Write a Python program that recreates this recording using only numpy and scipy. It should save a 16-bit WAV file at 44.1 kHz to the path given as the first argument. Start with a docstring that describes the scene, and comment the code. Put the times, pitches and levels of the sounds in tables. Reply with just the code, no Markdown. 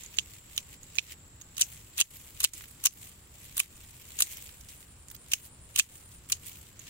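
"""In a thicket, hand shears snip twigs close to a two-port microphone.
Knocks (edge bites, wood cracks, handles clack shut and rebound) are noise bursts rung through damped modes.
Dry stems rustle as grainy noise; twigs and the coil spring tick; jolts thud; stems scatter a short tail.
Two insect songs, narrow bands of noise, lie over far rumble and hiss.
A gain control turns the sound down briefly after low-mid peaks such as thuds; the top band is limited."""
import sys
import numpy as np
from scipy import signal
from scipy.fft import rfft, irfft
from scipy.io import wavfile
from scipy.ndimage import uniform_filter1d, minimum_filter1d

SR = 44100
rng = np.random.default_rng(int(sys.argv[2]) if len(sys.argv) > 2 else 0)


def bounce(signal):
    """Save signal as a 16-bit WAV file at the path given by the first command-line argument."""
    frames = np.transpose(np.atleast_2d(signal))
    limited = np.clip(frames, -1, 1)
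    pcm = np.round(limited * 32767).astype(np.int16)
    wavfile.write(sys.argv[1], SR, pcm)


N = 303849
BURST_SAMPLES, PEAK_SAMPLE = 2048, 768
BURST_HZ = np.fft.rfftfreq(BURST_SAMPLES, 1 / SR)


def amp(db):
    """Decibels to gain."""
    return 10 ** (np.asarray(db) / 20)


def evened(x):
    """Scales to rms 1."""
    return x / np.sqrt(np.mean(x ** 2) + 1e-20)


def read_spectrum(points, hz):
    """Interpolates a spectrum table over log frequency."""
    f, value = np.transpose(points)
    return np.interp(np.log(hz + 1), np.log(f + 1), value)


def level_curve_db(rows):
    """A (time, level) table at every sample."""
    s, db = np.transpose(rows)
    return np.interp(np.arange(N) / SR, s, db)


def band(hz, centre_hz, width_hz, steepness):
    """Response of a damped mode, raised to a power."""
    damping = 1j * hz * width_hz
    return (damping / (centre_hz ** 2 - hz ** 2 + damping)) ** steepness


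# left-right likeness of steady noise: (frequency [Hz], likeness [0-1])
NOISE_LIKENESS = [(130, .95), (290, .86), (640, .66), (1410, .21), (3100, 0)]


def noise(gain, patchy_db, size):
    """Stereo noise, rms 1: random short-time spectra with drifting patches; gain is a function of Hz."""
    frames, hz = 4 * N // size + 5, np.fft.rfftfreq(size, 1 / SR)
    a, b, c, d, patches = rng.standard_normal((frames, len(hz), 5)).T
    patches = uniform_filter1d(patches, size=9, axis=0)  # over frequency
    patches = evened(uniform_filter1d(patches, size=12, axis=1))  # over time
    same = read_spectrum(NOISE_LIKENESS, hz)[:, None]
    left = a + 1j * b
    right = same * left + np.sqrt(1 - same ** 2) * (c + 1j * d)
    spectra = np.array([left, right]) * gain(hz)[:, None] * amp(patchy_db * patches)
    return evened(signal.istft(spectra, nperseg=size, noverlap=size * 3 // 4)[1][:, :N])


def bursts(rise_ms, t60_ms, ring, same, db, pan_db, spiky_db=5, step_db=6, snap=7):
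    """Tiny slips swell (60 dB per rise), snap and die away, heard through ring; one stereo burst a row."""
    ms = (np.arange(BURST_SAMPLES) - PEAK_SAMPLE) * 1000 / SR
    stroke_db = np.where(ms < 0, 60 * ms / rise_ms - step_db, -60 * ms / t60_ms)
    a, b, grain = rng.standard_normal((len(db), 3, BURST_SAMPLES)).transpose(1, 0, 2)
    slips = amp(stroke_db) * amp(spiky_db * evened(uniform_filter1d(grain, size=12)))
    left = a + snap * (ms == 0)  # the moment the fibres or stops give
    right = same * left + np.sqrt(1 - same ** 2) * b
    sound = irfft(rfft(slips * np.array([left, right])) * ring)
    around_peak = sound[..., PEAK_SAMPLE - 25:PEAK_SAMPLE + 105]
    sound /= np.sqrt(np.mean(around_peak ** 2, -1, keepdims=True))
    side_db = np.outer([.5, -.5], pan_db * np.ones(len(db)))
    return sound * amp(db + side_db)[..., None]


def placed(times, sounds):
    """Lays bursts out with their peaks at the given times."""
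    out = np.zeros((2, N + BURST_SAMPLES))
    for k, s in enumerate(times):
        out[:, round(s * SR):][:, :BURST_SAMPLES] += sounds[:, k]
    return out[:, PEAK_SAMPLE:PEAK_SAMPLE + N]


# relative spectrum of rumble and hiss: (frequency [Hz], density [dB per Hz])
AIR_SPECTRUM = [(20, -6.5), (35, -22), (60, 0.5), (110, -4), (200, -13), (400, -19), (735, -25.5),
                (1100, -23), (2300, -27.5), (5000, -30.5), (16000, -50)]
AIR_DB = -55.5


def open_air():
    """Far rumble and hiss: steady shaped noise."""
    return amp(AIR_DB) * noise(lambda hz: amp(read_spectrum(AIR_SPECTRUM, hz)) * (hz > 15),
                               patchy_db=1.0, size=2048)


# far insects: (time [s], level [dB])
CHORUS_LEVEL = [(0, -57), (2.7, -61.5), (6.89, -63.5)]
# a nearer insect: (time [s], level [dB])
SINGER_LEVEL = [(0, -73.5), (2.1, -75.5), (2.25, -70.5), (3.3, -67.5), (4.4, -62.5), (6.15, -57.5),
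                (6.25, -70), (6.89, -82)]


def insect(rows, centre_hz, width_hz, throb_hz, throb_db, peak_s, buzz_hz, buzz_db):
    """A narrow band of noise that throbs and buzzes with the wing strokes."""
    song = noise(lambda hz: np.exp(-((hz - centre_hz) / width_hz) ** 4), patchy_db=.5, size=512)
    turn = 2 * np.pi * (np.arange(N) / SR - peak_s)
    beat_db = throb_db * np.cos(throb_hz * turn) + buzz_db * np.sin(buzz_hz * turn)
    return amp(level_curve_db(rows)) * song * evened(amp(beat_db))


# swishes as the shears spring open:
# (loudest time [s], dull level [dB], bright level [dB], 10 dB rise [s], 10 dB fall [s]); signs of rise, fall unused
OPENING_SWISHES = [(0.347, -55, -50.5, 0.16, 0.0545), (0.746, -54, -50, -0.09, 0.018),
                   (1.125, -47, -46, 0.07, -0.0128), (1.72, -54, -47.5, 0.1, 0.13),
                   (2.163, -58, -49.5, 0.25, -0.4568), (2.572, -49, -43, 0.0611, 0.1035),
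                   (3.051, -54, -46, 0.1478, 0.0954), (3.779, -59.5, -54, -0.16, 0.57),
                   (4.338, -49, -42.5, 0.2584, 0.1735), (5.47, -58, -45.5, -0.1179, 0.01),
                   (5.964, -56, -49, 0.05, 0.0544), (6.468, -50, -43, 0.0458, 0.1621)]
# hand against stems: same columns
BRUSH_SWISHES = [(0.002, -53, -52, .05, 0.173), (3.465, -53.5, -48.5, 0.145, 0.068),
                 (4.692, -54, -49, 0.0123, 0.089), (4.817, -63, -50.5, 0.13, 0.0264),
                 (6.114, -61.5, -55.5, 0.044, 0.11), (6.887, -48.5, -47, 0.0818, .05)]
# rustle that never stops: dull, bright level [dB]
STILL_RUSTLE_DB = [-69, -65.5]
# swishes before and after each clack; bright level relative to dull
CLOSING_S, CLOSING_BRIGHT_DB, CLOSING_RISE_S, CLOSING_FALL_S = -0.0215, 2.5, 0.1037, 0.066
SHAKEN_S, SHAKEN_BRIGHT_DB, SHAKEN_RISE_S, SHAKEN_FALL_S = 0.0299, 3.5, 0.0557, 0.0287


def rustle_level():
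    """Dull and bright gain over time: swishes swell and fade, adding power to the steady rustle."""
    rows = OPENING_SWISHES + BRUSH_SWISHES
    for s, *_, before_db, after_db in CLACK_ROWS:
        rows = rows + [
            (s + CLOSING_S, before_db, before_db + CLOSING_BRIGHT_DB, CLOSING_RISE_S, CLOSING_FALL_S),
            (s + SHAKEN_S, after_db, after_db + SHAKEN_BRIGHT_DB, SHAKEN_RISE_S, SHAKEN_FALL_S)]
    t = np.arange(0, N / SR, 1 / 500)
    power = amp(STILL_RUSTLE_DB)[:, None] ** 2
    for s, dull_db, bright_db, rise_s, fall_s in rows:
        down_db = 10 * np.where(t < s, (s - t) / abs(rise_s), (t - s) / abs(fall_s))
        power = power + amp(np.array([[dull_db], [bright_db]]) - down_db) ** 2
    return [np.interp(np.arange(N) / SR, t, np.sqrt(p)) for p in power]


# relative rustle spectra: (frequency [Hz], density [dB per Hz])
DULL_SPECTRUM = [(900, -39.5), (2000, -2.5), (3000, -1.5), (5000, -7), (7000, -3.5), (9500, -23.5)]
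BRIGHT_SPECTRUM = [(5000, -24), (7500, -4), (10500, -8.5), (13500, -7), (15000, -6.5)]


def stems(grain_db=2.5, grains_per_s=150., grain_decay_samples=82.7):
    """Rustle: patchy noise roughened by the short scrapes of single stems."""
    strength_db = grain_db * np.minimum(rng.exponential(1, N), 4)
    scrapes = (rng.random(N) < grains_per_s / SR) * amp(strength_db)
    decaying = signal.lfilter([1], [1, -np.exp(-1 / grain_decay_samples)], scrapes)
    grain = evened(1 + decaying)
    dull_gain, bright_gain = rustle_level()
    dull = dull_gain * noise(lambda hz: amp(read_spectrum(DULL_SPECTRUM, hz)), patchy_db=1.5, size=256)
    bright = bright_gain * noise(lambda hz: amp(read_spectrum(BRIGHT_SPECTRUM, hz)), patchy_db=3.0, size=256)
    return grain * (dull + bright)


# ticks of the coil spring: (time [s], level [dB])
SPRING_TICKS = [(0.0354, -42.5), (0.0607, -44.5), (0.1702, -40), (0.564, -39), (0.831, -46), (0.9543, -41),
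                (0.9611, -42), (1.4132, -45), (6.794, -44.5)]
SPRING_HZ, SPRING_WIDTH_HZ, SPRING_PAN_DB = 6710, 410, -10.5
# ticks of twigs: (time [s], level [dB], ring [Hz])
TWIG_TICKS = [(1.5683, -37.5, 5800), (2.1699, -45, 12800), (2.5351, -30.5, 7400), (2.609, -45, 2400),
              (2.6396, -46, 2680), (2.683, -48.5, 9000), (2.7104, -48, 9860), (2.9369, -44, 11630),
              (4.323, -42.5, 7000), (4.4912, -46, 2600), (4.6097, -47, 6550), (4.6871, -49.5, 5340),
              (4.828, -51, 2560), (5.0842, -43.5, 7160), (5.1011, -45, 7130), (5.1138, -36.5, 15800),
              (5.1484, -40.5, 15100), (5.1645, -48, 6560), (6.29, -42.5, 8010), (6.467, -39, 9200)]
TWIG_WIDTH_HZ, TWIG_PAN_DB = 2590, -5.5


def ticks():
    """Spring and twigs: a brief ring over a faint broad click."""
    rows = [(*row, SPRING_HZ, SPRING_WIDTH_HZ, SPRING_PAN_DB) for row in SPRING_TICKS]
    rows += [(*row, TWIG_WIDTH_HZ, TWIG_PAN_DB) for row in TWIG_TICKS]
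    s, db, centre_hz, width_hz, pan_db = np.transpose(rows)
    ring = band(BURST_HZ, centre_hz[:, None], width_hz[:, None], steepness=1.37)
    click = amp(-15.0) * band(BURST_HZ, 4960.0, 12000.0, steepness=1.13)
    click = click * np.sqrt(width_hz[:, None] / 1000)
    return placed(s, bursts(8.8, 22.2, ring + click, 0.056, db, pan_db))


# stops meet as the shears shut: (time [s], handle [dB], blade [dB], edge [dB], t60 [ms], tilt [dB per mode],
# rebound [dB], jolt of the branch [dB], dull rustle before [dB], dull rustle after [dB])
CLACK_ROWS = [(0.1866, -19, -23, -38, 9, -3, -33, -75.5, -53, -69),
              (0.5783, -24.5, -27.5, -29, 6.8, 0, -39.5, -75.5, -52.5, -70),
              (0.985, -18.5, -26.5, -58.5, 8, -3, -31.5, -74.5, -53.5, -62.5),
              (1.6201, -27.5, -17, -33, 5.9, -3.5, -36.5, -49.5, -62, -50),
              (2.0125, -19.5, -17.5, -25.5, 4.7, -1.2, -28.5, -44, -55, -52.5),
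              (2.4472, -22, -19.5, -24, 7.85, 0.7, -31, -40, -55, -46),
              (2.8678, -26, -20, -24.5, 22.4, -5, -36, -52, -57.5, -58),
              (3.601, -22.5, -27, -20, 10.1, -0.8, -41.5, -43.5, -55.5, -44.5),
              (4.2219, -22.5, -15.5, -23, 26.9, 2.5, -40.5, -63, -55.5, -48),
              (5.335, -21.5, -20, -22.5, 20.6, -4, -42.5, -55.5, -61, -51.5),
              (5.7964, -20, -18, -24.5, 14.4, 0.58, -31, -57.5, -61.5, -45),
              (6.3211, -34.5, -20.5, -25, 22, -4, -27.5, -56.5, -64, -53)]


def thuds():
    """A short low push as the branch jolts."""
    s, *_, jolt_db, _, _ = np.transpose(CLACK_ROWS)
    push = band(BURST_HZ, 330., 700., steepness=1)
    return placed(s, bursts(5.0, 5.3, push, 0.876, jolt_db, -8.0))


# wood splits: (time [s], handle [dB], blade [dB], edge [dB], t60 [ms])
CRACK_ROWS = [(1.6115, -34.5, -21.5, -23.5, 16.3), (1.614, -30.5, -18, -28, 13.1),
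              (2.002, -33, -22, -24, 33.6), (2.0056, -31, -30, -28.5, 8.9),
              (2.4419, -29.5, -17.5, -20, 14.8), (2.8559, -32, -19.5, -20, 8.8),
              (2.859, -27.5, -17, -19.5, 21.5), (3.5959, -33.5, -25.5, -26.5, 21.5),
              (4.206, -34, -26.5, -18.5, 14.9), (5.7902, -25, -19, -22.5, 20.4)]
# edge bites and slips in the bark: same columns
BITE_ROWS = [(1.581, -39, -31.5, -34.5, 11.2), (1.5945, -41, -44, -33.5, 50),
             (1.9758, -47.5, -40.5, -42.5, 10.5), (1.98, -37, -29.5, -31, 15),
             (1.9877, -35, -46.5, -32, 64), (2.404, -40, -30.5, -28, 16), (2.408, -37.5, -44.5, -32, 12.7),
             (2.418, -51, -41.5, -40.5, 12), (2.4318, -42, -36, -31, 26), (2.8401, -40, -33, -28, 13),
             (3.5695, -52.5, -34, -30, 19.6), (3.579, -35.5, -39, -24, 15.4),
             (4.1891, -39.5, -29.5, -32.5, 26.4), (5.3179, -34.5, -32.5, -35, 46),
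             (5.761, -29.5, -28.5, -25, 16.2), (5.7759, -37, -39, -32.5, 39),
             (5.7854, -33.5, -35, -24.5, 13.3), (6.2991, -44, -42.5, -35.5, 46.3)]
# by kind: (tilt [dB per mode], left-right [dB], 60 dB rise [ms])
REBOUND, CRACK, BITE = (-1.4, 2.74, 21.5), (1.16, 3.42, 20.7), (0.81, 2.26, 13.1)
CLACK_PAN_DB, CLACK_RISE_MS = 0.66, 5.8
# blade and edge against the handle
REBOUND_S, REBOUND_T60_MS, REBOUND_BLADE_DB, REBOUND_EDGE_DB = 0.006, 28.6, -3, -21.5
# fibres crush around each bite and crack; level against it
CRUSH_DB, CRUSH_RISE_MS, CRUSH_T60_MS = -14.5, 52, 72


def knocks():
    """Rows (time [s], handle, blade, edge [dB], tilt [dB per mode], left-right [dB], rise, t60 [ms])."""
    rows = []
    for s, handle_db, blade_db, edge_db, t60_ms, tilt_db, rebound_db, *_ in CLACK_ROWS:
        rows.append((s, handle_db, blade_db, edge_db, tilt_db, CLACK_PAN_DB, CLACK_RISE_MS, t60_ms))
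        rows.append((s + REBOUND_S, rebound_db, rebound_db + REBOUND_BLADE_DB,
                     rebound_db + REBOUND_EDGE_DB, *REBOUND, REBOUND_T60_MS))
    rows += [(*row, *CRACK, t60_ms) for *row, t60_ms in CRACK_ROWS]
    rows += [(*row, *BITE, t60_ms) for *row, t60_ms in BITE_ROWS]
    for s, *levels_db, _ in CRACK_ROWS + BITE_ROWS:
        rows.append((s, *(np.array(levels_db) + CRUSH_DB), *BITE[:-1], CRUSH_RISE_MS, CRUSH_T60_MS))
    return np.array(rows)


# modes of twig, handle, blade, edge; each a list of (frequency [Hz], width [Hz], level [dB]),
# frequency and level being means that each knock varies
PART_MODES = [
    [(742, 1420, -9.5), (1106.5, 82.6, 7.5), (1568, 637, 2)],
    [(2720, 520, 0), (3200, 520, -1), (3850, 700, -4)],
    [(5254, 2190, -5), (6602, 839, 7), (7260, 1460, 2.5), (9000, 656, -2)],
    [(9590, 3790, -2.5), (12280, 2300, -4), (14730, 513, 1)],
]
# left-right likeness [-1 to 1] by part; the handle swings between the ports
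PART_LIKENESS = [0.698, -0.6065, -0.233, -0.069]
# left-right level [dB] by part; blade and edge add the knock's own
PART_PAN_DB = [-5.5, -9.5, 2, -3]


def shears(detune=0.0355, uneven_db=1.5, twig_db=-21.):
    """Each knock shakes twig, handle, blade and edge through their modes; grip and place of blow vary them."""
    rows = knocks()
    s, handle_db, blade_db, edge_db, tilt_db, knock_pan_db, rise_ms, t60_ms = rows.T
    levels_db = [edge_db + twig_db, handle_db, blade_db, edge_db]  # the twig follows the edge
    sounds = 0
    for part, modes in enumerate(PART_MODES):
        grip, place = rng.standard_normal((len(rows), 2, len(modes), 1)).transpose(1, 2, 0, 3)
        part_tilt_db = tilt_db[:, None] * (part in (1, 2))  # handle and blade only
        ring = 0
        for k, (f, width_hz, db) in enumerate(modes):
            gain = amp(db + k * part_tilt_db + uneven_db * place[k])
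            mode = band(BURST_HZ, f * (1 + detune * grip[k]), width_hz, steepness=1.283)
            ring = ring + (-1) ** k * gain * mode  # signs alternate
        pan_db = PART_PAN_DB[part] + knock_pan_db * (part > 1)
        sounds = sounds + bursts(rise_ms[:, None], t60_ms[:, None], ring, PART_LIKENESS[part],
                                 levels_db[part], pan_db)
    return placed(s, sounds)


def thicket(x, t60_s=.13, centre_hz=7000., width_hz=7000.):
    """Stems all round scatter the sound back as a short sparse tail."""
    t = np.arange(SR // 5) / SR
    sparse = rng.standard_normal((2, len(t))) * (rng.random((2, len(t))) < .15)
    taps = sparse * amp(-60 * t / t60_s) * (t > .004)
    taps = irfft(rfft(taps) * band(np.fft.rfftfreq(len(t), 1 / SR), centre_hz, width_hz, steepness=2.27))
    return signal.oaconvolve(x, taps / np.linalg.norm(taps[0]), axes=1)[:, :N]


def scene():
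    """Shears, stems and insects in open air."""
    chorus = insect(CHORUS_LEVEL, centre_hz=7498, width_hz=510, throb_hz=0, throb_db=0, peak_s=0,
                    buzz_hz=90., buzz_db=0.94)
    singer = insect(SINGER_LEVEL, centre_hz=9080, width_hz=380, throb_hz=9.57, throb_db=4, peak_s=5.43,
                    buzz_hz=130., buzz_db=3.)
    background = open_air() + chorus + singer
    near = ticks() + shears()
    return background + stems() + thuds() + near + amp(-22) * thicket(near)


DROP_HZ, EDGE_HZ = 15850, 16850  # the top of the band steps down, then ends


def record(dry, low_hz=200.4, high_hz=709.6, knee_db=-55.0, slope=1.226, most_db=10.5):
    """Gain control follows low-mid power, turns down just after a peak, holds, springs back; then band limit."""
    lag, hold, slide = 600, 3300, 500  # samples
    low_mid = signal.butter(2, [low_hz, high_hz], "band", fs=SR, output="sos")
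    power = uniform_filter1d(signal.sosfilt(low_mid, dry.mean(0)) ** 2, size=300)
    power_db = 10 * np.log10(abs(power) + 1e-12)
    cut_db = np.clip(slope * (power_db - knee_db), 0, most_db)
    late_db = np.pad(cut_db, (hold // 2 + lag, 0))
    held_db = -minimum_filter1d(-late_db, hold)[:N]  # running maximum
    ducked = dry / amp(uniform_filter1d(held_db, slide))
    drop, edge = (signal.firwin(511, hz, window=("kaiser", 9), fs=SR)[None] for hz in (DROP_HZ, EDGE_HZ))
    share = amp(-26.5)  # what passes above the step
    stepped = share * ducked + (1 - share) * signal.oaconvolve(ducked, drop, "same")
    return signal.oaconvolve(stepped, edge, "same")


dry = scene()
out = record(dry)
bounce(out)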